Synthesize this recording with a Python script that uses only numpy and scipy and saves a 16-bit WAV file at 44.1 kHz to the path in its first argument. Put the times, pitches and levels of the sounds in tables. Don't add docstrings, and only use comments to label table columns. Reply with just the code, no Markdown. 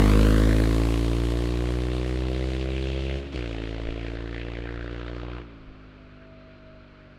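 import sys
import numpy as np
from scipy import signal
from scipy.fft import rfft, irfft, next_fast_len
from scipy.io import wavfile
from scipy.ndimage import uniform_filter1d

SR = 44100
rng = np.random.default_rng(int(sys.argv[2]) if len(sys.argv) > 2 else 0)


def put_to_file(sound):
    columns = np.atleast_2d(sound).T
    safe = np.clip(columns, -1, 1)
    whole_steps = np.round(safe * 32767)
    wavfile.write(sys.argv[1], SR, whole_steps.astype(np.int16))


N = 316765
T = np.arange(N) / SR
START_M, SPEED_M_PER_S = 10, 19


def undb(db):
    return 10 ** (np.asarray(db) / 20)


def curves(table):
    s, *columns = np.transpose(table)
    return [np.interp(T, s, c) for c in columns]


def unit(x):
    return x / np.sqrt(np.mean(x ** 2))


def band_filter(x, order, edges_hz):
    return signal.sosfilt(signal.butter(order, edges_hz, "bandpass", fs=SR, output="sos"), x)


def walk(width_hz):
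    f = np.fft.rfftfreq(N, 1 / SR)
    return unit(irfft(rfft(rng.standard_normal(N)) * np.exp(-(f / width_hz) ** 2), N))


def flutter(rate_hz):
    hold = max(int(SR / rate_hz), 1)
    levels = rng.standard_normal(1024)[np.arange(N) // hold % 1024]
    return unit(uniform_filter1d(levels, hold))


def bands(x, colour, count=22):
    size = next_fast_len(N)
    octave = np.log2(np.fft.rfftfreq(size, 1 / SR) + 1)
    hz, db = np.transpose(colour)
    spectrum = rfft(x, size) * undb(np.interp(octave, np.log2(hz), db))
    centres, step = np.linspace(np.log2(hz[0]), np.log2(hz[-1]), count, retstep=True)
    for c in centres:
        triangle = np.maximum(1 - abs(octave - c) / step, 0)
        yield 2 ** c, irfft(spectrum * triangle, size)[:N]


def nearness(metres, reach_m, order):
    return 1 / (1 + (metres / reach_m) ** order)


def field():
    # frequency in Hz, relative level in dB per Hz.
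    field_colour = [(40, -7.5), (90, -0.5), (200, -23), (500, -25), (800, -26.5), (1400, -13), (1800, -26),
                    (2400, -17.5), (3600, -31), (4400, -29.5), (5500, -42), (8000, -55), (14000, -70)]
    # peak time in seconds, level in dB.
    gusts = [(3.88, -33), (4.18, -43), (4.4, -46), (4.62, -50), (4.83, -44), (5.69, -47), (6.72, -55)]
    gust_s, breeze_db, rustle_db = 0.056, -65, -56
    noise = rng.standard_normal(N)
    rustle = sum(band * undb(0.47 * flutter(3.8)) for _, band in bands(noise, field_colour))
    rumble = band_filter(rng.standard_normal(N), 2, [14, 36])
    wind = undb(breeze_db) + sum(undb(db) * np.exp(-abs(T - s) / gust_s) for s, db in gusts)
    return unit(rustle) * undb(rustle_db) + unit(rumble) * wind


def gear_whine(rate_hz, waver_db=2.5, ring_hz=4080, ring_width_hz=110, ring_db=-19):
    mesh_order = 12.9
    swell_s, half_width_s, top_db = 6.58, 0.52, -51.5
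    mesh = np.sin(2 * np.pi * mesh_order * np.cumsum(rate_hz) / SR) * undb(waver_db * flutter(11))
    ring = np.sin(2 * np.pi * ring_hz * T) * walk(ring_width_hz) * undb(ring_db)
    swell = np.exp(-((T - swell_s) / half_width_s) ** 2)
    return (mesh + ring) * undb(top_db) * swell


def gear_change(rise_s=0.0031):
    # start in seconds, decay length in seconds, low edge in Hz, high edge in Hz,
    # level before the envelope in dB.
    upshift = [(3.21, 0.17, 78.5, 255, -44), (3.321, 0.017, 494, 3640, -39.5), (3.34, 0.0132, 90, 330, -33)]
    out = 0
    for start_s, length_s, low_hz, high_hz, db in upshift:
        age_s = np.maximum(T - start_s, 0)
        noise = band_filter(rng.standard_normal(N), 3, [low_hz, high_hz])
        envelope = (1 - np.exp(-age_s / rise_s)) * np.exp(-(age_s / length_s) ** 2)
        out = out + unit(noise) * undb(db) * envelope
    return out


def firings(rate_hz, start_cycles=0.92, uneven_cycles=0.002):
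    turns = start_cycles + np.cumsum(rate_hz) / SR
    slip = uneven_cycles * rng.standard_normal(1024)
    turns = turns + np.interp(turns, np.arange(len(slip)), slip)
    return turns, np.round(turns).astype(int)


def firing_clicks(turns):
    return np.diff(np.floor(turns), prepend=np.floor(turns[0]))


def exhaust_db(voice, rate_hz, throttle, metres, close):
    beam_m = 26.6
    coast_hz, pumping_db_per_hz = 52.9, 0.41
    clutch_s, clutch_bite_s = 3.23, 0.23
    load_db, beside_db, second_db, shut_db = voice
    second_gear = np.clip((T - clutch_s) / clutch_bite_s, 0, 1)
    pulling_db = load_db + beside_db * close + second_db * second_gear
    coasting_db = shut_db + pumping_db_per_hz * (rate_hz - coast_hz)
    load = np.minimum(throttle / 0.947, 1)
    distance_db = 20 * np.log10(np.hypot(metres, beam_m))
    return coasting_db + load * (pulling_db - coasting_db) - distance_db


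def can_ring(turns, metres, bark_db, reach_m=48, ring_hz=1110, width_hz=130, ring_db=-22, waver_db=2):
    edges_hz = [ring_hz - width_hz / 2, ring_hz + width_hz / 2]
    ring = band_filter(firing_clicks(turns), 2, edges_hz)
    level = undb(bark_db + ring_db + waver_db * flutter(6))
    return unit(ring) * nearness(metres, reach_m, order=6) * level


def silencer(size=4096, swell_s=0.0024, tail_s=0.016, tail=0.27):
    age_s = T[:size] - T[size // 2]
    envelope = np.exp(-abs(age_s) / swell_s) + tail * np.exp(-abs(age_s) / tail_s) * (age_s > 0)
    echoes = rfft(rng.standard_normal(size) * envelope)
    return irfft(echoes / np.sqrt(uniform_filter1d(abs(echoes) ** 2, size=17)))


def gas_jet(turns, throttle, close, strength, steady_db=-15, near_steady_db=3, scatter_db=1.6):
    rise_cycles, fall_cycles, crack_db, idle_shock = 0.1, 0.1, 1.5, 0.25
    angle = turns - np.round(turns)
    puff = np.exp(-abs(angle) / np.where(angle < 0, rise_cycles, fall_cycles))
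    blow = throttle * undb(scatter_db * strength)
    gate = np.hypot(puff * blow, undb(steady_db + near_steady_db * close))
    shock = unit(firing_clicks(turns)) * np.hypot(blow, idle_shock)
    shock = signal.fftconvolve(shock, silencer(), "same")
    shock = signal.sosfilt(signal.butter(3, 680, "highpass", fs=SR, output="sos"), shock)
    jet = gate * rng.standard_normal(N) + shock * undb(crack_db) * np.std(puff)
    power = uniform_filter1d(uniform_filter1d(jet ** 2, size=4000), size=4000)
    return jet / np.sqrt(power)


def ground_db(hz, metres):
    # frequency in Hz, full-strength gain in dB.
    near_colour = [(700, -5.5), (880, 3.5), (1120, 1), (1430, -3), (1750, -2.3), (2300, -3.6), (3400, -1.5),
                   (6000, -1), (9000, 1)]
    # time in seconds, centre in Hz, peak-to-floor contrast in dB.
    ground_band = [(2.35, 2297, 2), (2.9, 2630, 6), (3.4, 2529, 1.5), (3.9, 2420, 3), (4.25, 1502, 8),
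                   (4.48, 2290, 6), (4.7, 1620, 8.5), (5.3, 1140, 9.5), (6, 1340, 8)]
    far_m, half_width_octaves = 50, 0.4
    road_sweep_m = 16.8
    near = nearness(metres, far_m, order=8)
    ripple_db = np.interp(hz, *np.transpose(near_colour)) * (1 - nearness(metres, road_sweep_m, order=10))
    centre_hz, contrast_db = curves(ground_band)
    bump = np.exp(-(np.log2(hz / centre_hz) / half_width_octaves) ** 2)
    far_db = contrast_db * (bump - 0.25)
    return near * ripple_db + (1 - near) * far_db


def rasp(jet, metres, close, throaty_db, sharp_db, road_share=0.46, shimmer_db=1.11,
         road_lag_s=0.00105, hiss_share=0.62):
    # frequency in Hz, relative level in dB per Hz.
    gas_colour = [(90, 2), (200, 2.5), (330, 10.5), (520, 12), (650, 10.5), (790, 1.5), (1100, -2.5),
                  (1600, 0.5), (2400, 0), (3500, -0.5), (4400, -2.5), (5500, -8), (8000, -8), (11500, -9.5),
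                  (15000, -14.5)]
    air_db_per_m = 0.44
    bounce = np.interp(T - road_lag_s * START_M / metres, T, jet)
    share = road_share * close
    jet = (jet + share * bounce) / np.hypot(1, share)
    out, eddy = 0, flutter(30)
    jet_bands = bands(jet, gas_colour, count=30)
    hiss_bands = bands(rng.standard_normal(N), gas_colour, count=30)
    for (hz, band), (_, hiss) in zip(jet_bands, hiss_bands):
        smooth = min(hiss_share, 1) * np.interp(hz, [2500, 7000], [0, 1])
        band = np.sqrt(1 - smooth) * band + np.sqrt(smooth) * hiss
        sharpness = np.interp(hz, [1700, 2700], [0, 1])
        voice_db = throaty_db + sharpness * (sharp_db - throaty_db)
        absorbed_db = air_db_per_m * metres * max(hz / 1e4 - 0.3, 0)
        eddy = (eddy + flutter(30)) / np.sqrt(2)
        eddies_db = shimmer_db * min(hz / 1500, 1) * np.sqrt(metres / 60) * eddy
        out = out + band * undb(voice_db - absorbed_db + eddies_db + ground_db(hz, metres))
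    return out * undb(12.0)


def thump(turns, rate_hz, throttle, close, strength, boom_db, bark_db, lead_rad=0.1, split_rad=3.04,
          scatter_db=0.2, coast_scatter_db=0.63):
    # multiple of the firing rate,
    # relative level in dB before the nearness weighting.
    close_orders = [(1, 3.5), (2, -1), (3, -7.5), (4, -9), (5, -18), (6, -19), (7, -25), (8, -26), (9, -12),
                    (10, -16), (11, -26), (12, -26.5)]
    pulling_orders = [(1, 0.5), (2, -3.5), (3, -8), (4, -21), (5, -9), (6, -10), (7, -14.5), (8, -13),
                      (9, -19.5), (10, -23), (11, -21), (12, -26)]
    # frequency in Hz, relative level in dB.
    coasting_colour = [(50, 2.5), (70, 11.5), (92, -5), (100, -1.5), (135, 1), (152, 1), (205, -5),
                       (250, 5), (285, 2.5), (305, -3.5), (400, -3.5), (450, -21), (500, -24), (600, -10.5),
                       (800, -35)]
    low, high, low_power, high_power = 0, 0, 0, 0
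    for (k, close_db), (_, pull_db) in zip(close_orders, pulling_orders):
        k = round(k)
        coast_db = np.interp(k * rate_hz, *np.transpose(coasting_colour))
        load_db = close * close_db + (1.5 - close) * pull_db
        gain = undb(throttle * load_db + (1 - throttle) * coast_db)
        drift_rad = (1 - throttle) * rng.uniform(-np.pi, np.pi)
        angle = 2 * np.pi * k * turns + lead_rad / k + drift_rad
        size = -gain * undb((1.5 - throttle) * coast_scatter_db * flutter(14))
        if k < 4:
            low = low + size * np.cos(angle)
            low_power = low_power + gain ** 2 / 2
        else:
            high = high + size * np.cos(angle + split_rad * close)
            high_power = high_power + gain ** 2 / 2
    boom = low / np.sqrt(low_power) * undb(boom_db)
    bark = high / np.sqrt(high_power) * undb(bark_db + scatter_db * strength)
    return boom + bark


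def scene():
    # time in seconds, firing rate in Hz.
    speed = [(0.0, 51.62), (0.3, 53.14), (0.8, 56.23), (1.9, 61.78), (3.14, 67.21), (3.25, 69.8),
             (3.33, 69.16), (3.39, 60.58), (3.55, 55.17), (4.3, 57.47), (5.39, 60.02), (5.66, 52.36),
             (6.3, 50.37), (7.18, 48.4)]
    # time in seconds, throttle 0-1.
    throttle_points = [(0, 0.79), (3.16, 0.8), (3.235, .15), (3.33, 0.02), (3.355, 1), (5.37, 1),
                       (5.47, 0.04), (7.18, 0.04)]
    # level under load in dB, extra beside the bike in dB, extra in second gear in dB, throttle-shut level in dB.
    voices = [(10.5, 5.5, -5, -8.5), (4, 6.5, -3.5, -10), (-9.5, 8, 1, -21), (-9.5, -0.2, -0.5, -23.5)]
    flare_hz, flare_db_per_hz = 63.5, 1.3
    rate_hz = curves(speed)[0]
    turns, cycle = firings(rate_hz)
    throttle = np.clip(curves(throttle_points)[0], 0, 1)
    metres = START_M + SPEED_M_PER_S * T
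    close = nearness(metres, reach_m=23.4, order=7)
    boom_db, bark_db, throaty_db, sharp_db = (
        exhaust_db(voice, rate_hz, throttle, metres, close) for voice in voices)
    sharp_db = sharp_db + flare_db_per_hz * throttle * np.maximum(rate_hz - flare_hz, 0)
    burn, turbulence = uniform_filter1d(rng.standard_normal((1024, 2))[cycle].T, size=200)
    jet = gas_jet(turns, throttle, close, 0.5 * burn + 0.16 * turbulence)
    background = field() + gear_whine(rate_hz) + gear_change()
    exhaust = can_ring(turns, metres, bark_db) + rasp(jet, metres, close, throaty_db, sharp_db)
    exhaust = exhaust + thump(turns, rate_hz, throttle, close, burn, boom_db, bark_db)
    return (background + exhaust)[None]


def record(dry, top_hz=15600):
    return signal.sosfilt(signal.ellip(8, 0.2, 70, top_hz, fs=SR, output="sos"), dry)


dry = scene()
out = record(dry)
put_to_file(out)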